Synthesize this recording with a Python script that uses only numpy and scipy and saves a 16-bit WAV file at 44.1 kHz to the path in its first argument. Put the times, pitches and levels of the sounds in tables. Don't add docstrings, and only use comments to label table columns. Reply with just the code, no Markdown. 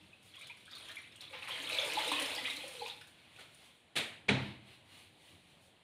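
import sys
import numpy as np
from scipy import signal
from scipy.io import wavfile
from scipy.ndimage import uniform_filter1d

SR = 44100
rng = np.random.default_rng(int(sys.argv[2]) if len(sys.argv) > 2 else 0)


def amplitude_ratio(level_db):
    exponent = np.asarray(level_db, float) / 20
    return 10 ** exponent


def int16_out(signal):
    q = np.round(np.clip(np.atleast_2d(signal).T, -1, 1) * 32767)
    wavfile.write(sys.argv[1], SR, q.astype(np.int16))


N = 257279

# t/s, flow/dB
FLOW = [(0.0, -60), (0.16, -78.5), (0.41, -53.5), (0.63, -64), (0.75, -52), (0.97, -55), (1.1, -64.5),
        (1.23, -57), (1.3, -57), (1.35, -56), (1.74, -39), (2.3, -40), (2.44, -47.5), (2.47, -50.5),
        (2.68, -55), (2.88, -50), (2.96, -64), (3.15, -82.5)]
# f/Hz, density/dB per Hz
STREAM_SPECTRUM = [(680, -24), (1150, -6), (1620, -11), (2040, 1), (2960, -0.5), (3310, 0.5), (3700, -9),
                   (4780, -15), (6000, -46), (7800, -52), (13200, -120)]
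# f/Hz, density/dB per Hz
SPRAY_SPECTRUM = [(2650, -44.5), (4500, -23), (5740, 9), (6920, -5), (7720, 11.5), (8600, 0), (9450, 3.5),
                  (12600, -11), (15500, -14)]
# f/Hz, width/Hz, level/dB
BUCKET_MODES = [(319, 75, -10), (502.8, 114, 8.5), (646, 38, -8), (850, 140, 6.5), (991, 64, -3.5)]
# t/s, peak/dB, f/Hz, ring/cycles
CLEAR_BUBBLES = [(0.1294, -47.5, 2540, 19), (0.338, -46, 3220, 11), (.345, -44, 2750, 9.2), (.366, -43.5, 3270, 19),
                 (0.411, -41, 2290, 9), (0.417, -48, 3670, 15), (0.498, -36.5, 2280, 9), (0.6793, -45.5, 1500, 4.7),
                 (0.712, -47, 4550, 15), (0.7236, -49.5, 1280, 7.1), (0.732, -37, 3570, 9), (.752, -37, 4130, 5.7),
                 (0.885, -41, 3160, 16), (0.8945, -41.5, 1620, 4.2), (.905, -47, 3630, 8), (.917, -41, 3900, 7),
                 (0.956, -48, 3200, 10), (0.381, -53, 3000, 9.3), (.44, -59, 3360, 10), (.66, -46, 3260, 9),
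                 (.77, -40, 3600, 8), (.81, -47, 3360, 8.7), (1.041, -45.5, 2570, 9), (1.225, -43, 3630, 7),
                 (0.969, -32.5, 2200, 8), (1.001, -65, 3680, 6), (1.1144, -52, 3610, 18), (1.157, -43, 3140, 6.8),
                 (1.208, -36.5, 3810, 3.2), (1.24, -40.5, 3350, 12), (2.7674, -38.5, 3150, 11),
                 (2.7963, -35.5, 3960, 9.1), (2.82, -40, 4100, 8.2), (2.879, -48, 2920, 4.5), (2.921, -45, 4030, 4),
                 (2.8613, -31, 2480, 4.4), (2.8995, -28.5, 3550, 6), (3.01, -50, 2356, 18),
                 (3.0128, -45.5, 1505, 3.2), (3.387, -47.5, 1400, 5.8), (3.421, -56, 1250, 6.4),
                 (2.862, -38, 3460, 6), (.39, -49, 3500, 8), (.419, -41, 2370, 7), (.471, -46, 3300, 8),
                 (0.504, -48, 2430, 7), (.506, -48, 3200, 7), (.894, -42.5, 3200, 4), (.976, -42, 2100, 8),
                 (0.909, -51, 1410, 7),
                 (1.3353, -38.5, 2600, 7.4), (1.4244, -34, 2570, 8.4), (1.4744, -36, 2360, 1.8),
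         (1.507, -30, 3110, 19), (1.5303, -49, 2850, 10), (1.5808, -35, 1786, 3.7),
         (1.6013, -31, 3150, 7.8), (1.6706, -31, 3170, 21), (1.697, -32, 2550, 25),
         (1.7303, -27.5, 2570, 3.5), (1.7865, -16, 3395, 6.6), (1.898, -32.5, 2400, 12),
         (1.9245, -36.5, 2000, 7.2), (1.9869, -25, 3150, 3.8), (2.0389, -43, 2620, 6.3),
         (2.0797, -27.5, 3650, 11.5), (2.116, -26.5, 3410, 7.5), (2.1905, -26, 3050, 8.9),
         (2.363, -28, 4570, 8.5), (2.379, -31, 3310, 15), (2.383, -34.5, 1970, 15), (2.448, -30.5, 1970, 4),
         (2.4528, -25.5, 2290, 3.2), (2.462, -32, 3640, 6), (2.456, -27, 3050, 3.6),
         (2.47, -36.5, 2040, 25), (2.51, -38, 2075, 14), (2.5006, -27, 3660, 5.5), (2.569, -34.5, 3980, 9),
         (2.608, -38, 3120, 13)]
# t/s, peak/dB, f/Hz
GLUGS = [(0.379, -61, 1070), (0.502, -54, 940), (1.311, -54, 528), (1.335, -55, 830), (1.35, -47, 507),
         (1.42, -62, 804), (1.879, -43.5, 492), (1.75, -43.5, 626), (1.717, -45, 614), (1.786, -37.5, 522),
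         (1.83, -43, 570), (1.97, -35, 948), (1.975, -27, 840), (2.148, -47, 1075), (2.179, -43.5, 1060),
         (2.635, -50.5, 804), (2.809, -48, 952), (2.9, -64, 493), (2.03, -44, 860), (2.073, -39.5, 476),
         (2.131, -39, 1039), (2.213, -46, 549), (2.33, -48, 624), (2.381, -45, 827), (2.473, -66, 965),
         (2.641, -42, 520), (2.679, -54, 576), (2.74, -52, 474), (2.782, -49, 472), (2.819, -37, 821),
         (2.822, -40, 482), (2.861, -47, 933), (2.869, -55, 460), (2.803, -47, 480), (2.845, -50, 453),
         (2.883, -62, 474), (2.655, -48.5, 543), (2.76, -57, 485), (1.328, -49, 527), (1.5, -49.5, 517),
         (1.535, -54, 500), (2.595, -55, 855), (2.585, -52, 504), (2.848, -68, 870), (2.875, -55, 785),
         (2.25, -49, 553), (2.29, -47, 583), (2.42, -47.5, 487), (1.689, -48, 1320)]
# t/s, peak/dB, f/Hz
WALL_THUMPS = [(0.028, -61.5, 192), (1.594, -55, 275), (1.952, -52, 325), (2.084, -49, 305),
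               (2.117, -43.5, 287), (2.167, -50, 280), (2.218, -47, 275), (2.299, -57, 266),
               (2.37, -53, 292), (2.429, -52.5, 258), (2.49, -63, 275), (2.68, -62, 343), (2.57, -56, 301),
               (2.19, -48, 293), (2.53, -58, 269), (2.6, -60, 299), (2.645, -58, 324), (1.635, -58, 303),
               (1.99, -52, 320)]
# t/s, peak/dB, f/Hz, ring/cycles
POPS = [
    (1.482, -44, 1240, 5),
    (1.49, -40, 975, 5.3),
    (2.1159, -26, 970, 3.3),
    (2.121, -31.5, 903, 3.9),
    (2.155, -49, 1110, 3.3),
    (2.48, -43, 1240, 5),
    (2.861, -41.5, 930, 6),
]
# t/s, peak/dB, f/Hz, spatter re ring/dB
DROPLETS = [(0.2275, -57, 9500, 0), (0.3541, -56, 6840, 2.5), (0.391, -52, 9560, 0),
            (0.4125, -47, 8640, -3), (0.4697, -48.5, 9700, 2), (0.5701, -53, 9740, -6),
            (0.6537, -51.5, 8600, -4), (0.712, -48, 5050, -1), (0.7517, -51.5, 8750, 4),
            (0.7802, -49.5, 9300, 2), (0.8857, -53.5, 9000, 7), (0.9144, -54, 9300, 6.5),
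            (0.957, -40.5, 10900, -10), (1.0156, -47, 9730, -13), (1.12, -55, 5200, -5),
            (1.159, -45.5, 8370, -6), (1.209, -45.5, 5220, 1.5), (1.3496, -61, 5140, -6),
            (1.384, -58, 9600, -3), (1.4788, -48, 8610, 1), (1.4867, -39, 10500, -3),
            (1.496, -46, 11300, -9), (1.5826, -54, 9600, -10), (1.623, -41.5, 6600, -2),
            (1.6922, -38, 9250, -2), (1.705, -40, 10200, -3), (1.7444, -43, 8900, 3),
            (1.7956, -37, 6340, -9), (1.848, -37.5, 9750, -1), (1.8734, -43, 7100, -5),
            (1.933, -39.5, 7350, 6.5), (1.9894, -41, 5000, 4), (2.0461, -38, 10200, -3),
            (2.077, -39, 8540, 5), (2.117, -34, 8650, 1.5), (2.197, -31.5, 9360, -1),
            (2.2212, -29, 9500, -4), (2.502, -46, 7400, 8), (2.258, -36, 5100, 0), (2.348, -34.5, 5300, 0),
            (2.439, -42, 9900, 2), (2.5619, -44, 9750, 4), (2.6781, -39, 9440, -4), (2.734, -46, 9200, -3),
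            (2.8658, -51, 8800, 5), (2.8787, -42.5, 4870, -1), (2.5325, -44, 9900, -4),
            (3.0113, -51, 5240, -4), (3.0702, -59, 7170, 6), (3.545, -48, 9440, -6)]
# f/Hz, density/dB per Hz
SPATTER_SPECTRUM = [(3000, -39), (5000, 3.5), (7000, 0.5), (9300, 0.5), (11500, -1.5), (15500, -10)]
# t/s, level/dB, length/s
SPLASHES = [(.712, -57, 0.018), (2.475, -52, 0.012), (2.765, -60, 0.018), (1.206, -65, .02),
            (1.326, -45.5, 0.059), (1.365, -70, 0.032), (1.42, -50, 0.032), (1.472, -43, 0.03),
            (2.115, -35, 0.017), (2.19, -29, 0.0088), (2.378, -50, .012), (2.448, -44, 0.013),
            (2.5, -57, 0.0089), (2.86, -53, 0.0062), (.336, -55, 0.021), (.41, -59, 0.018),
            (.885, -51.5, 0.032), (1.114, -57.5, 0.018), (1.55, -40.5, 0.019), (1.665, -47, 0.014),
            (1.98, -36, 0.027), (2.03, -45, 0.011), (2.085, -49, 0.0077), (2.56, -53, 0.015),
            (2.9, -47, .01), (3.01, -59, 0.009)]
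# f/Hz, density/dB per Hz
SPLASH_SPECTRUM = [(400, -21), (800, 2), (1400, 0.5), (2300, 9), (3800, 0), (4400, -7), (5400, -11),
                   (9000, -38), (15500, -24)]
# t/s, peak/dB, length/s
SLAPS = [
    (3.36, -48, 0.0086),
    (3.39, -43, 0.016),
    (3.405, -42, 0.011),
    (3.955, -30, 0.022),
    (3.958, -36, 0.011),
    (3.963, -20.5, 0.0074),
    (3.972, -20.5, 0.0074),
    (3.98, -24.5, 0.016),
]
# f/Hz, density/dB per Hz
SLAP_SPECTRUM = [(50, -37), (100, -9.5), (170, -9.5), (640, -5.5), (1100, -15), (1450, -10.5), (2360, -1.5),
                 (2810, -3.5), (3770, -5), (5340, -19.5), (9380, -16.5), (15500, -33)]
# t/s, peak/dB, length/s
KNOCKS = [
    (4.282, -41, 0.0043),
    (4.283, -26.5, 0.018),
    (4.287, -19, 0.0076),
    (4.292, -14.5, 0.0065),
    (4.304, -21.5, 0.006),
]
# f/Hz, density/dB per Hz
CRACK_SPECTRUM = [(180, -14), (300, 0), (652, -6.5), (782, -8), (892, -4), (1110, -13), (2330, -4),
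                  (3750, -9.5), (4810, -19.5), (9470, -30.5), (15500, -69)]
# f/Hz, level/dB, t60/s
HOLLOW_MODES = [(97.4, 1.5, 0.26), (118, -9, 0.91), (132, 2.5, 0.57), (168, -9, 0.45), (200.6, 1.5, 0.5),
                (205.9, -2, 0.61), (229, -1, 0.23), (261, -0.5, 0.41), (331, -11, 0.28), (381, -14, 0.31),
                (474, -21, 0.62), (576, -20, 0.62), (664, -13, 0.65), (870, -13, 0.16)]
# centre t/s, treble/dB, half length/s, body re treble/dB
RUSTLES = [(.05, -75.5, 0.29, 2.5), (1.515, -61.5, 0.034, 12.5), (2.477, -55, 0.013, 6),
           (0.262, -62.5, 0.034, -8), (0.598, -66, .04, -20), (1.217, -62.5, 0.013, 8.5),
           (2.11, -52.5, 0.46, 3), (2.69, -57.5, 0.25, -8), (3.084, -66, 0.017, -25),
           (3.011, -55.5, 0.0025, 2), (3.22, -72.5, 0.14, 5), (3.393, -64, 0.067, 0.5),
           (3.547, -65, 0.056, -5), (3.646, -63, 0.048, -0.5), (3.764, -72, 0.038, -26),
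           (4.421, -66, 0.1, 11), (4.702, -65.5, 0.064, 3), (4.96, -61.5, 0.09, -0.5),
           (5.274, -65, 0.11, -2), (5.494, -69.5, 0.067, -1.5), (5.638, -66.5, 0.045, -8)]
# f/Hz, density/dB per Hz
CLOTH_SPECTRUM = [(300, -13.5), (500, -3), (900, -2), (1400, -7), (2100, 2.5), (3000, 5), (4200, -1),
                  (5200, -9.5), (7500, -10.5), (9400, -7), (11500, -14.5), (15500, -21)]
# centre t/s, level/dB, half length/s
FLOOR_MOVES = [
    (0.01, -70.5, 0.084),
    (.85, -78, 1),
    (2.0, -68.5, 0.92),
    (3.0, -80, 0.35),
    (4.4, -48, 0.094),
    (4.55, -59, 0.066),
    (4.7, -69, 0.027),
    (4.95, -72, 0.021),
    (5.1, -75.5, 0.53),
    (5.35, -69, 0.031),
]
# f/Hz, density/dB per Hz
RUMBLE_SPECTRUM = [(15, -28), (25, -35), (92, 4), (215, -7.5), (249, 0), (276, -9), (300, -0.5),
                   (390, -8.5), (660, -120)]
# f/Hz, density/dB per Hz
HUSH_SPECTRUM = [(90, -10), (150, -3), (300, -12.5), (650, -9.5), (1300, -17.5), (2100, -14.5),
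                 (3200, -12.5), (4200, -20), (5400, -33), (7500, -31), (9500, -27.5), (15500, -52)]
# f/Hz, t60/s
ROOM_T60 = [(100, 0.98), (300, 0.42), (1000, 0.64), (3000, 0.51), (6000, 0.44), (12000, 0.48)]
# t/s, level/dB
ECHOES = [(.0045, -12), (.009, -7.5), (0.0135, -11), (0.023, -31), (.029, -9.5)]
# f/Hz, gain/dB
MIC_RESPONSE = [(3000, 0), (4200, 2.5), (4800, -1), (6000, -1), (8200, 0), (9300, 2.5), (10500, -0.5)]


def water():
    inside, flow_db = flow()
    full_flow_db = -40
    bubbles = swarm(STREAM_SPECTRUM, 780, 5650, cycles=9, per_s=45, spread_db=3.8)
    spray = swarm(SPRAY_SPECTRUM, 4980, 13400, cycles=5, per_s=160, spread_db=3)
    boom = bucket_boom()
    lumps_db = clumps()
    under_db = flow_db - full_flow_db + 0.45 * lumps_db
    full = inside * amplitude_ratio(full_flow_db)
    body = amplitude_ratio(under_db - 5.5) * bubbles + amplitude_ratio(-14 + 1.36 * under_db) * boom
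    spray_gain = amplitude_ratio(-18.5 + 0.98 * under_db + 0.3 * lumps_db)
    return room(full * body, wet_db=-1) + room(full * spray_gain * spray, wet_db=-4)


def flow():
    s, db = np.transpose(FLOW)
    t = np.arange(N) / SR
    gate = ((t >= s[0]) & (t <= s[-1])) * 1.0
    return uniform_filter1d(gate, 2000, mode="nearest"), np.interp(t, s, db)


def swarm(spectrum, low_hz, high_hz, cycles, per_s, spread_db):
    flurry_db, flurries_per_s = 2.8, 25
    flurry_steps = np.arange(N) / SR * flurries_per_s
    out = np.zeros(N)
    for hz in np.geomspace(low_hz, high_hz, num=26):
        wobble_db = flurry_db * np.interp(flurry_steps, np.arange(200), rng.standard_normal(200))
        bursting = amplitude_ratio(wobble_db) * grains(per_s, spread_db)
        ring = bubble(hz, cycles, rise=0.216, onset=2.1)
        out += amplitude_ratio(read(spectrum, hz)) * hz * signal.oaconvolve(bursting, ring)[:N]
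    return evened(out)


def bucket_boom():
    t = np.arange(4000) / SR
    boom = np.zeros(N)
    for hz, width_hz, db in BUCKET_MODES:
        envelope = (1 - np.exp(-t / 0.011)) * np.exp(-np.pi * width_hz * t)
        ring = amplitude_ratio(db) * envelope * np.sin(2 * np.pi * hz * t)
        boom += signal.oaconvolve(grains(110, 0.81), ring)[:N]
    return evened(boom)


def clumps():
    per_s, fall_s, depth_db = 42, 0.0072, 2.5
    t = np.arange(6000) / SR
    lump = (1 - np.exp(-t / 0.009)) * np.exp(-t / fall_s)
    lumps = signal.oaconvolve(abs(grains(per_s, 1)), lump)[:N]
    return depth_db * np.clip(evened(lumps - lumps.mean()), -2, 3)


def drips():
    twins = rng.random((2, 80, 4))
    small = clear_bubbles(twins[0]) + bursts(SPLASHES, SPLASH_SPECTRUM)
    return (room(small, wet_db=-3, echo_db=-4)
            + room(air_pockets(twins[1]), wet_db=-8, echo_db=-5.5)
            + room(droplets(), wet_db=-6, echo_db=-2))


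def clear_bubbles(twins):
    out = np.zeros(N)
    drip_rise, chirp_rise, onset = 0.07, 0.22, 1.5
    for (s, db, hz, cycles), (late, size, later, other) in zip(CLEAR_BUBBLES, twins):
        rise = chirp_rise if cycles < 5 else drip_rise
        cycles = max(cycles, 6)
        near_hz = hz * (1 + 0.1 * (size - 0.5))
        far_hz = hz * (1 + 0.318 * (other - 0.5))
        add(out, s - 0.003, amplitude_ratio(db - 5) * bubble(hz * (1 - rise / 2), cycles, rise, onset))
        add(out, s + 0.0098 * late, amplitude_ratio(db - 10) * bubble(near_hz, cycles, drip_rise, onset))
        add(out, s + 0.027 * later, amplitude_ratio(db - 16) * bubble(far_hz, cycles, drip_rise, onset))
    return out


def air_pockets(twins):
    out = np.zeros(N)
    ring_s, twin_cycles, rise, onset = 0.012, 7.5, 0.02, 0.8
    for (s, db, hz), (late, size, _, _) in zip(GLUGS + WALL_THUMPS, twins):
        cycles = max(hz * ring_s, twin_cycles - 2)
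        twin_hz = hz * (0.925 + 0.191 * size)
        add(out, s - 0.006, amplitude_ratio(db) * bubble(hz, cycles, rise, onset))
        add(out, s + 0.02 + 0.028 * late, amplitude_ratio(db - 19) * bubble(twin_hz, twin_cycles, rise, onset))
    for s, db, hz, cycles in POPS:
        add(out, s - 0.001, amplitude_ratio(db) * bubble(hz, cycles, rise=0.05, onset=3.6))
    return out


def droplets():
    out = np.zeros(N)
    for s, db, hz, _ in DROPLETS:
        add(out, s - 0.001, amplitude_ratio(db - 4.5) * bubble(hz, cycles=9, rise=0.0044, onset=0.9))
    spatter_s = 0.0046
    spatter = [(s, db + wide_db + 4.5, spatter_s) for s, db, _, wide_db in DROPLETS]
    return out + bursts(spatter, SPATTER_SPECTRUM)


def bubble(hz, cycles, rise, onset):
    u = np.arange(round(4 * SR * cycles / hz)) / SR * hz / cycles
    shape = (1 - np.exp(-u * onset)) ** 2 * np.exp(-2.2 * u)
    return shape / shape.max() * np.sin(2 * np.pi * cycles * (u + rise * u ** 2 / 2))


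def bursts(rows, spectrum):
    swell_s = 0.005
    level, t = np.zeros(N), np.arange(8000) / SR
    for s, db, length_s in rows:
        add(level, s - 0.004, amplitude_ratio(db) * (1 - np.exp(-t / swell_s)) ** 2 * np.exp(-t / length_s))
    return level * evened(coloured(rng.standard_normal(N), spectrum))


def slap():
    return contacts(SLAPS, SLAP_SPECTRUM, wet_db=0.095, dull_hz=9400)


def knock():
    out = contacts(KNOCKS, CRACK_SPECTRUM, wet_db=1, dull_hz=7000)
    t = np.arange(SR) / SR
    add(out, KNOCKS[3][0] - 0.002, amplitude_ratio(-16) * bubble(2300, cycles=8, rise=0.03, onset=6))
    hollow_db = -31.5
    for hz, db, t60_s in HOLLOW_MODES:
        ring = amplitude_ratio(hollow_db + db - 60 * t / t60_s) * np.sin(2 * np.pi * hz * t)
        add(out, KNOCKS[2][0], ring * (1 - np.exp(-t * hz * 0.44)))
    return out


def contacts(rows, spectrum, wet_db, dull_hz):
    out = np.zeros(N)
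    dull = signal.butter(1, dull_hz, fs=SR)
    for s, db, length_s in rows:
        u = np.arange(4000) / SR / length_s
        puff = amplitude_ratio(db) * np.sqrt(u) * np.exp(-u * 2) * rng.standard_normal(4000)
        add(out, s, puff)
        add(out, s, np.linalg.norm(puff) * signal.lfilter(*dull, tail(wet_db)))
    return coloured(out, spectrum)


def rustle():
    fibres = evened(coloured(grains(4000, 1.6), CLOTH_SPECTRUM))
    body = signal.sosfiltfilt(signal.butter(4, 4800, fs=SR, output="sos"), fibres)
    treble_level = swells((s, db, half_s) for s, db, half_s, _ in RUSTLES)
    body_level = swells((s, db + body_db, half_s) for s, db, half_s, body_db in RUSTLES)
    return amplitude_ratio(-1.5) * (treble_level * (fibres - body) + body_level * body)


def swells(rows):
    t = np.arange(N) / SR
    return sum(amplitude_ratio(db) * np.exp(-((t - s) / half_s) ** 2) for s, db, half_s in rows)


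def rumble():
    rest_db = -78.5
    return (amplitude_ratio(rest_db) + swells(FLOOR_MOVES)) * evened(coloured(rng.standard_normal(N), RUMBLE_SPECTRUM))


def hush():
    frames, hz = N // 256 + 5, np.fft.rfftfreq(1024, 1 / SR)
    real, imag, patches = rng.standard_normal((frames, 513, 3)).T
    patches = evened(uniform_filter1d(uniform_filter1d(patches, 14, 0), 16, 1))
    z = (real + 1j * imag) * amplitude_ratio(read(HUSH_SPECTRUM, hz)[:, None] + 1.3 * patches)
    return amplitude_ratio(-67) * evened(signal.istft(z, nperseg=1024, noverlap=768)[1][:N])


def room(x, wet_db, echo_db=0):
    shifts_per_s = 9
    path = np.zeros(2000)
    for k, (s, db) in enumerate([(0.0023, 0.024)] + ECHOES):
        path[round(s * SR)] += (-1) ** k * amplitude_ratio(db + echo_db * (k > 0))
    out = signal.oaconvolve(x, path)[:N]
    turn = np.pi * shifts_per_s * np.arange(N) / SR
    for k in range(3):
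        share = np.sqrt(2 / 3) * np.cos(turn + np.pi * k / 3)
        out = out + signal.fftconvolve(x * share, tail(wet_db))[:N]
    return out


def tail(wet_db):
    patch_db, bend_per_s = 2.5, 0.23
    taps = np.zeros(SR)
    at = np.arange(200, SR - 20, 20) + rng.integers(0, 20, (SR - 201) // 20)
    taps[at] = rng.choice([-1., 1.], at.shape) * (1 - np.exp(-at / SR / 0.00079))
    hz, t, z = signal.stft(taps, SR, nperseg=256)
    patches = evened(uniform_filter1d(uniform_filter1d(rng.standard_normal(z.shape), 3, 0), 6, 1))
    decay_db = 60 * t * (1 + bend_per_s * t) / read(ROOM_T60, hz)[:, None]
    out = signal.istft(z * amplitude_ratio(patch_db * patches - decay_db), SR, nperseg=256)[1]
    return out * amplitude_ratio(wet_db) / np.linalg.norm(out)


def grains(per_s, spread_db):
    at, sign, size = rng.random((30000, 3))[:int(per_s * N / SR)].T
    out = np.zeros(N)
    size_db = spread_db * np.minimum(-np.log(size + 1e-9), 3)
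    out[(at * N).astype(int)] = np.sign(sign - 0.5) * amplitude_ratio(size_db)
    return out


def coloured(x, spectrum):
    hz = abs(np.fft.fftfreq(8192, 1 / SR))
    log_gain = np.log(amplitude_ratio(np.maximum(read(spectrum, hz), -100)))
    taps = np.fft.ifft(np.exp(np.conj(signal.hilbert(log_gain)))).real[:4096]
    return signal.oaconvolve(x, taps / np.linalg.norm(taps))[:len(x)]


def read(points, hz):
    f, value = np.transpose(points)
    return np.interp(np.log(hz + 1), np.log(f + 1), value)


def evened(x):
    return x / np.sqrt(np.mean(x ** 2) + 1e-20)


def add(mix, s, sound):
    part = mix[round(s * SR):][:len(sound)]
    part += sound[:len(part)]


def scene():
    hands = room(rustle(), wet_db=2.1) + slap() + knock()
    return (water() + drips() + hands + rumble() + hush())[None]


def band_limit(x):
    return signal.sosfilt(signal.butter(12, 15690, fs=SR, output="sos"), x)


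def record(dry):
    x = signal.sosfilt(signal.butter(2, 60, "high", fs=SR, output="sos"), dry)
    x = coloured(x[0], MIC_RESPONSE)[None]
    low_pass = signal.firwin(511, 15650, window=("kaiser", 9), fs=SR)
    mix = signal.oaconvolve(x, low_pass[None], "same")
    return band_limit(mix)


dry = scene()
out = record(dry)
int16_out(out)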